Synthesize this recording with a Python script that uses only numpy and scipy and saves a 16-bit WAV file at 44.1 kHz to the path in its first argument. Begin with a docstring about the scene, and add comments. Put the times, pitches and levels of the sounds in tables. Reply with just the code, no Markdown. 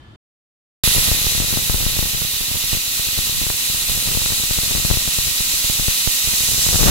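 """A moment of quiet kitchen hum, a silent gap, then a pressure cooker blowing steam past its weight valve.
Filtered noise makes the room and the jet; resonances ring the hollow of the weight, the vent tube and lid.
Tiled walls return the sound as a diffuse field. The phone is so close that eddies of the plume hit its
two microphone ports, each on its own: dull pops from pressure pulses, rumble from low noise.
"""
import sys
import numpy as np
from scipy import signal
from scipy.fft import rfft, irfft, next_fast_len
from scipy.io import wavfile
from scipy.ndimage import uniform_filter1d

SR = 44100
rng = np.random.default_rng(int(sys.argv[2]) if len(sys.argv) > 2 else 0)


def to_wav(sig):
    """Store sig (one row per channel, or 1-D mono) as 16-bit WAV at the path in sys.argv[1].

    Samples outside -1..1 are clipped; the rate is SR.
    """
    pcm = np.clip(np.atleast_2d(sig), -1, 1) * 32767
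    pcm = np.round(pcm).astype(np.int16)
    wavfile.write(sys.argv[1], SR, pcm.T)  # frames by channels


N = 304498
TIME = np.arange(N) / SR
SIZE = next_fast_len(N, True)
FREQ = np.maximum(np.fft.rfftfreq(SIZE, 1 / SR), 1)
HUM_END_S, JET_START_S = .161, .835


def undb(db):
    """Logarithmic level: decibels to amplitude gain."""
    return 10 ** (np.asarray(db) / 20)


def level(x, db):
    """Mean power: scale the signal to an rms level."""
    return x * undb(db) / np.sqrt(np.mean(x ** 2))


def curves(table):
    """Linear interpolation: each column of a timed table, sample by sample."""
    times, *columns = np.transpose(table)
    return [np.interp(TIME, times, column) for column in columns]


def shape(x, response):
    """Linear filtering: multiply the spectrum by a response given at every frequency."""
    return irfft(rfft(x, SIZE) * response, SIZE)[..., :N]


def colour(x, outline):
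    """Spectral shaping: filter by an f/Hz, level/dB outline, interpolated over log frequency."""
    hz, db = np.transpose(outline)
    return shape(x, undb(np.interp(np.log(FREQ), np.log(hz), db)))


def ring(x, modes):
    """Resonance: modes stirred by turbulence are incoherent, so their powers add."""
    power = 0
    for hz, width, db in modes:
        detuning = hz / width * (FREQ / hz - hz / FREQ)
        power = power + undb(db) ** 2 / (1 + detuning ** 2)
    return shape(x, np.sqrt(power))


def butter(x, hz, kind, order=2):
    """Causal filtering: a Butterworth low-pass or high-pass."""
    return signal.sosfilt(signal.butter(order, hz, kind, fs=SR, output="sos"), x)


def slow_chance(rate_hz):
    """Slow random fluctuation: stepped noise, smoothed, with rms 1."""
    step = max(int(SR / rate_hz), 1)
    steps = np.repeat(rng.standard_normal(N // step + 1), step)
    return level(uniform_filter1d(steps, step)[:N], 0)


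# Quiet kitchen noise, relative spectrum: f/Hz, level/dB
ROOM_SPECTRUM = [(20, -22), (50, -7), (85, 0.5), (110, -1), (160, -11), (340, -18), (500, -25), (1100, -25),
                 (2400, -33.5), (4600, -37), (5500, -45), (9000, -50), (15000, -66)]
# Faint thin tones in it, relative peaks: f/Hz, width/Hz, level/dB
THIN_TONES = [(335, 10, 9), (1720, 25, 0), (3100, 63, -3), (3560, 46, -6)]


def quiet_room():
    """Correlation of a sound field: hum and thin noisy tones, with the bass alike at both ports."""
    noise = level(colour(rng.standard_normal((2, N)), ROOM_SPECTRUM), -44)
    tones = level(ring(rng.standard_normal((2, N)), THIN_TONES), -56.5)
    mid, side = noise + tones
    # removing bass from the difference leaves the low end common to both ports
    return mid + butter(side, 500, "high", order=1) * np.array([[1], [-1]])


def pops(rows, length_s, front_s):
    """Pressure pulse: an eddy pushes or sucks at one port; pressure leaks away, so the signal swings back."""
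    out = np.zeros((2, N + SR))
    chances = rng.standard_normal((len(rows), 2))
    t = TIME[:SR // 60]
    front = np.exp(-t / front_s)
    for (start_s, push_db, snap_db, port), (way, stretch) in zip(rows, chances):
        # a sharp front, a short hold, then a rounded fall of pressure
        hold = 1 / (1 + (t / (length_s * np.exp(0.15 * stretch))) ** 6)
        push = undb(push_db) * (1 - front) * hold
        snap = undb(snap_db) * front
        i = int(start_s * SR)
        out[int(port > .5), i:i + len(t)] += np.sign(way) * (push + snap)
    leaked = butter(out[:, :N], 11.0, "high")
    return butter(leaked, 4400, "low")


# rate in a draught of GUST_DB, and how steeply the rate follows the draught
EDDY_PER_S, GUST_DB, EDDY_RATE_POWER = 70, -33, .6
# push of the biggest in that draught, its growth in dB per dB of draught,
# range down to the smallest, snap of the front relative to push
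EDDY_PUSH_DB, EDDY_GROWTH, EDDY_SCATTER_DB, EDDY_SNAP_DB = -11, 0.52, 20, 2
LEFT_SHARE = .62  # share of these eddies that hit the left port


def eddies(draught_db, count=1400):
    """Random arrivals: the stronger the draught, the more and the harder the lesser eddies come."""
    when, luck, size, side = rng.random((count, 4)).T
    at = (when * (N - 1)).astype(int)
    gust_db = draught_db[at] - GUST_DB
    rate_per_s = EDDY_PER_S * undb(EDDY_RATE_POWER * gust_db)
    hits = luck < rate_per_s * N / SR / count
    push_db = EDDY_PUSH_DB + EDDY_GROWTH * gust_db - EDDY_SCATTER_DB * size
    push_db = np.where(hits, push_db, -np.inf)  # the rest are silent
    return np.column_stack([TIME[at], push_db, push_db + EDDY_SNAP_DB, side > LEFT_SHARE])


# Big eddies that stand out as single pops, before the port filters:
# t/s, push level/dB, snap level of the front/dB, port (0 left, 1 right)
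BIG_EDDIES = [(0.839, -9.5, -4.5, 0), (0.876, -5, -1, 0), (0.964, -8, -11, 1), (0.983, -7, -5, 0),
              (1.116, -5, -4, 0), (1.379, -12, -11, 0), (1.402, -6.5, -7, 0), (1.528, -9, -10, 0),
              (1.573, -5.5, -7, 0), (1.698, -6.5, -3, 0), (1.744, -5, -9, 0), (1.865, -7.5, -14, 0),
              (1.991, -6.5, -6, 0), (2.027, -9, -13, 0), (2.148, -14.5, -20, 0), (2.515, -14.5, -15, 0),
              (2.731, -8, -11, 1), (2.771, -14.5, -11, 0), (2.996, -16, -12, 0), (3.189, -9.5, -10, 0),
              (3.467, -12, -7, 0), (3.502, -14, 0.5, 0), (4.151, -11, -11, 0), (4.173, -7, -11, 0),
              (4.261, -17, -2, 0), (4.322, -12.5, -10, 0), (4.437, -16, -9, 0), (4.51, -9, -8, 0),
              (4.587, -9.5, -6, 0), (4.751, -9, -10, 0), (4.85, -7, -7, 0), (4.903, -9, -1, 0),
              (4.912, -4, -4, 0), (4.972, -7, -8, 0), (5.077, -12, -7.5, 0), (5.187, -9.5, -9, 0),
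              (5.406, -13, -11, 0), (5.699, -9.5, -8, 1), (5.797, -10, -7, 0), (5.883, -5.5, -7, 0),
              (6.075, -6.5, -2.5, 1), (6.275, -14, -14, 1), (6.665, -10.5, -6, 1), (6.689, -10, -3.5, 0),
              (6.745, -6, -5, 0), (6.757, -6, -3, 0), (6.831, -4, -1, 0), (6.861, -3, -6, 0)]
# Draught of the plume on the ports, relative: t/s, level/dB
DRAUGHT = [(0.95, -36), (1.01, -31.5), (1.21, -35.5), (1.76, -33.5), (2.34, -40), (3.08, -45), (3.33, -38),
           (3.66, -41), (4.14, -33.5), (4.44, -40.5), (4.9, -33.5), (5.15, -41.5), (6.19, -45.5),
           (6.62, -37.5), (6.84, -24), (6.89, -19.5)]
# Rumble of that draught, relative spectrum: f/Hz, level/dB
RUMBLE_SPECTRUM = [(15, -5), (30, 15.5), (75, -7), (130, 2.5), (280, -25), (600, -36), (2000, -52)]
# Tearing of a strong draught at the port edges, relative spectrum: f/Hz, level/dB
TEARING_SPECTRUM = [(60, -20), (130, 5.5), (280, -6.5), (420, -5), (1000, -12.5), (1600, -14), (4000, -35)]


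def plume():
    """Turbulent pressure on the ports: big eddies pop, lesser ones patter, and the draught rumbles."""
    draught_db, = curves(DRAUGHT)
    rumble = level(colour(rng.standard_normal((2, N)), RUMBLE_SPECTRUM), -0.58)
    rumble = rumble * undb(draught_db + 4.7 * slow_chance(22))
    # tearing grows faster than the draught itself
    tearing = level(colour(rng.standard_normal((2, N)), TEARING_SPECTRUM), 11.7)
    tearing = tearing * undb(1.458 * draught_db + 3.4 * slow_chance(90))
    big = pops(BIG_EDDIES, length_s=0.0032, front_s=0.00014)
    lesser = pops(eddies(draught_db), length_s=0.0033, front_s=0.0003)
    # the left port faces the steam
    return big + lesser + (rumble + tearing) * undb([[1], [-2]])


def turbulence(count=3):
    """Incoherent sources: unrelated noise for the direct path and for the diffuse field at each port."""
    return rng.standard_normal((count, N))


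def kitchen(paths, lag_ms, wet_db):
    """Direct and diffuse fields: direct sound is later at the right port; the tiles' return is unrelated."""
    delay = np.exp(-2j * np.pi * FREQ * lag_ms / 10 ** 3)
    direct = np.array([paths[0], shape(paths[0], delay)])
    return level(direct, 0) + level(paths[1:], wet_db)


ECHO_T60_S = 0.096


def echoes(x, echo_db):
    """Reverberant decay: short returns from wall and counter, different at each port."""
    t = TIME[:SR // 8]
    tail = rng.standard_normal((2, len(t))) * np.exp(-np.log(1000) * t / ECHO_T60_S)
    returned = signal.oaconvolve(x, tail, axes=1)[:, :N]
    return level(x, 0) + level(returned, echo_db)


def lift(x, low_hz, high_hz, db):
    """Band modulation: what one band gains or loses as its level moves about its median."""
    band = shape(x, 1 / (1 + (low_hz / FREQ) ** 12) / (1 + (FREQ / high_hz) ** 12))
    return band * (undb(db - np.median(db)) - 1)


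# Steam jet, relative: t/s, whole-jet level/dB, then levels whose moves about their medians count:
# valve range level/dB, sizzle level/dB, top treble level/dB, left minus right/dB
JET = [(0.87, -26.5, 5.2, 1.5, 3.06, -1.5), (1.02, -28, 5, 2.7, 4.9, -0.5),
       (1.42, -30, 3.4, 3.6, 2.4, 0.82), (1.57, -31, 3.8, 3.3, 5.7, 0.31), (2.49, -32.5, 4.9, 3.4, 5.7, 0),
       (3.91, -28.5, 2.2, 0.35, 3, 0.19), (4.95, -28.5, 2.45, 2, 2.4, 0.26),
       (6.22, -28, 2.4, 2.5, 3.7, -0.34), (6.79, -25.5, 0.35, 4.5, 1.6, 0), (6.87, -26, 2.8, 5.3, 4, -1)]
# Turbulent hiss, relative spectrum: f/Hz, level/dB
HISS_SPECTRUM = [(100, -6), (400, -11.5), (900, -10), (1300, -8.5), (1750, -11.5), (2250, -4.5),
                 (2600, 0.7), (3500, -4.5), (4600, 0.5), (7000, .5), (9500, 0.5), (11600, 0), (13800, -4),
                 (15600, -2)]
# Hollow under the weight, relative peaks: f/Hz, width/Hz, level/dB
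VALVE_MODES = [(3630, 270, -3), (3980, 410, -1.5), (4220, 230, -1)]
# Narrow resonances of vent tube and lid, relative peaks: f/Hz, width/Hz, level/dB
LID_MODES = [(1890, 93, -1), (2930, 200, -1), (3545, 23, 7), (4840, 160, -3.5), (5770, 150, 9.5),
             (6900, 200, -2), (8300, 25, -21), (8650, 51, 2.5), (11320, 190, 4)]
# Narrow gap of the weight when it has only just lifted, relative peaks: f/Hz, width/Hz, level/dB
GAP_MODES = [(1990, 360, -1.5), (3430, 130, -1), (3950, 220, -16), (6300, 400, -2), (10950, 600, 10),
             (11800, 400, -8.5), (14900, 600, -8)]
# Shading of the left port by the phone's body, relative: f/Hz, level/dB
LEFT_SHADE = [(1000, -5), (2100, -1), (2700, -0.5), (3600, 0), (4200, 0), (5400, -1), (6200, -0.5),
              (7700, 1.5), (9000, -9.5), (9800, -3.5), (11000, -3), (12200, 1.5), (13500, 1.5),
              (15500, -20.5)]
# Shading of the right port by the phone's body, relative: f/Hz, level/dB
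RIGHT_SHADE = [(1000, -0.29), (4500, 0.37), (5250, 0.48), (5900, -2.2), (7000, -1), (9000, 0.65),
               (12000, 0.11), (15500, 1.2)]
SETTLE_S = 1  # time constant with which the ringing of the narrow gap dies down


def steam():
    """Jet noise exciting resonators: broad hiss, the valve's hollow and thin lid modes ride on one flow."""
    jet_db, valve_db, sizzle_db, top_db, pan_db = curves(JET)
    hiss = kitchen(colour(turbulence(), HISS_SPECTRUM), lag_ms=1.05, wet_db=6.5)
    hollow = butter(ring(turbulence(), VALVE_MODES), 2250, "high", order=4)
    hollow = kitchen(hollow, lag_ms=.3, wet_db=-18.0)
    lid = kitchen(ring(turbulence(), LID_MODES), lag_ms=0.274, wet_db=1.0)
    gap = kitchen(ring(turbulence(), GAP_MODES), lag_ms=0.257, wet_db=-3)
    fresh = np.exp(-np.maximum(TIME - JET_START_S, 0) / SETTLE_S)
    jet = level(hiss, 0) + level(hollow, -8.5) + level(lid, -11.5) + fresh * level(gap, -6)
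    left, right = echoes(jet, echo_db=-6.5)
    jet = level(np.array([colour(left, LEFT_SHADE), colour(right, RIGHT_SHADE)]), 11.37)
    # the weight rides on the jet, so the gap and with it the brightness shift
    valve_shift = lift(jet, 200, 5100, valve_db)
    sizzle_shift = lift(jet, 5200, 6900, sizzle_db)
    top_shift = lift(jet, 10500, 18000, top_db)
    jet = jet + valve_shift + sizzle_shift + top_shift
    flutter_db = 0.46 * slow_chance(25)
    balance_db = np.array([[.5], [-.5]]) * (pan_db - np.median(pan_db))
    return jet * undb(jet_db + flutter_db + balance_db)


def scene():
    """Superposition: the quiet room stops short; after a silent gap the cooker is already at full blow."""
    before = np.clip((HUM_END_S - TIME) / 0.0024, 0, 1)
    after = np.clip((TIME - JET_START_S) / 0.0016, 0, 1)
    return before * quiet_room() + after * (steam() + plume())


TOP_HZ = 15750


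def record(dry):
    """Overload and band limiting: the phone clips the highest peaks and cuts the top."""
    clipped = np.clip(dry, -1, 1)
    return signal.sosfilt(signal.ellip(12, .1, 80, TOP_HZ, fs=SR, output="sos"), clipped)


dry = scene()
out = record(dry)
to_wav(out)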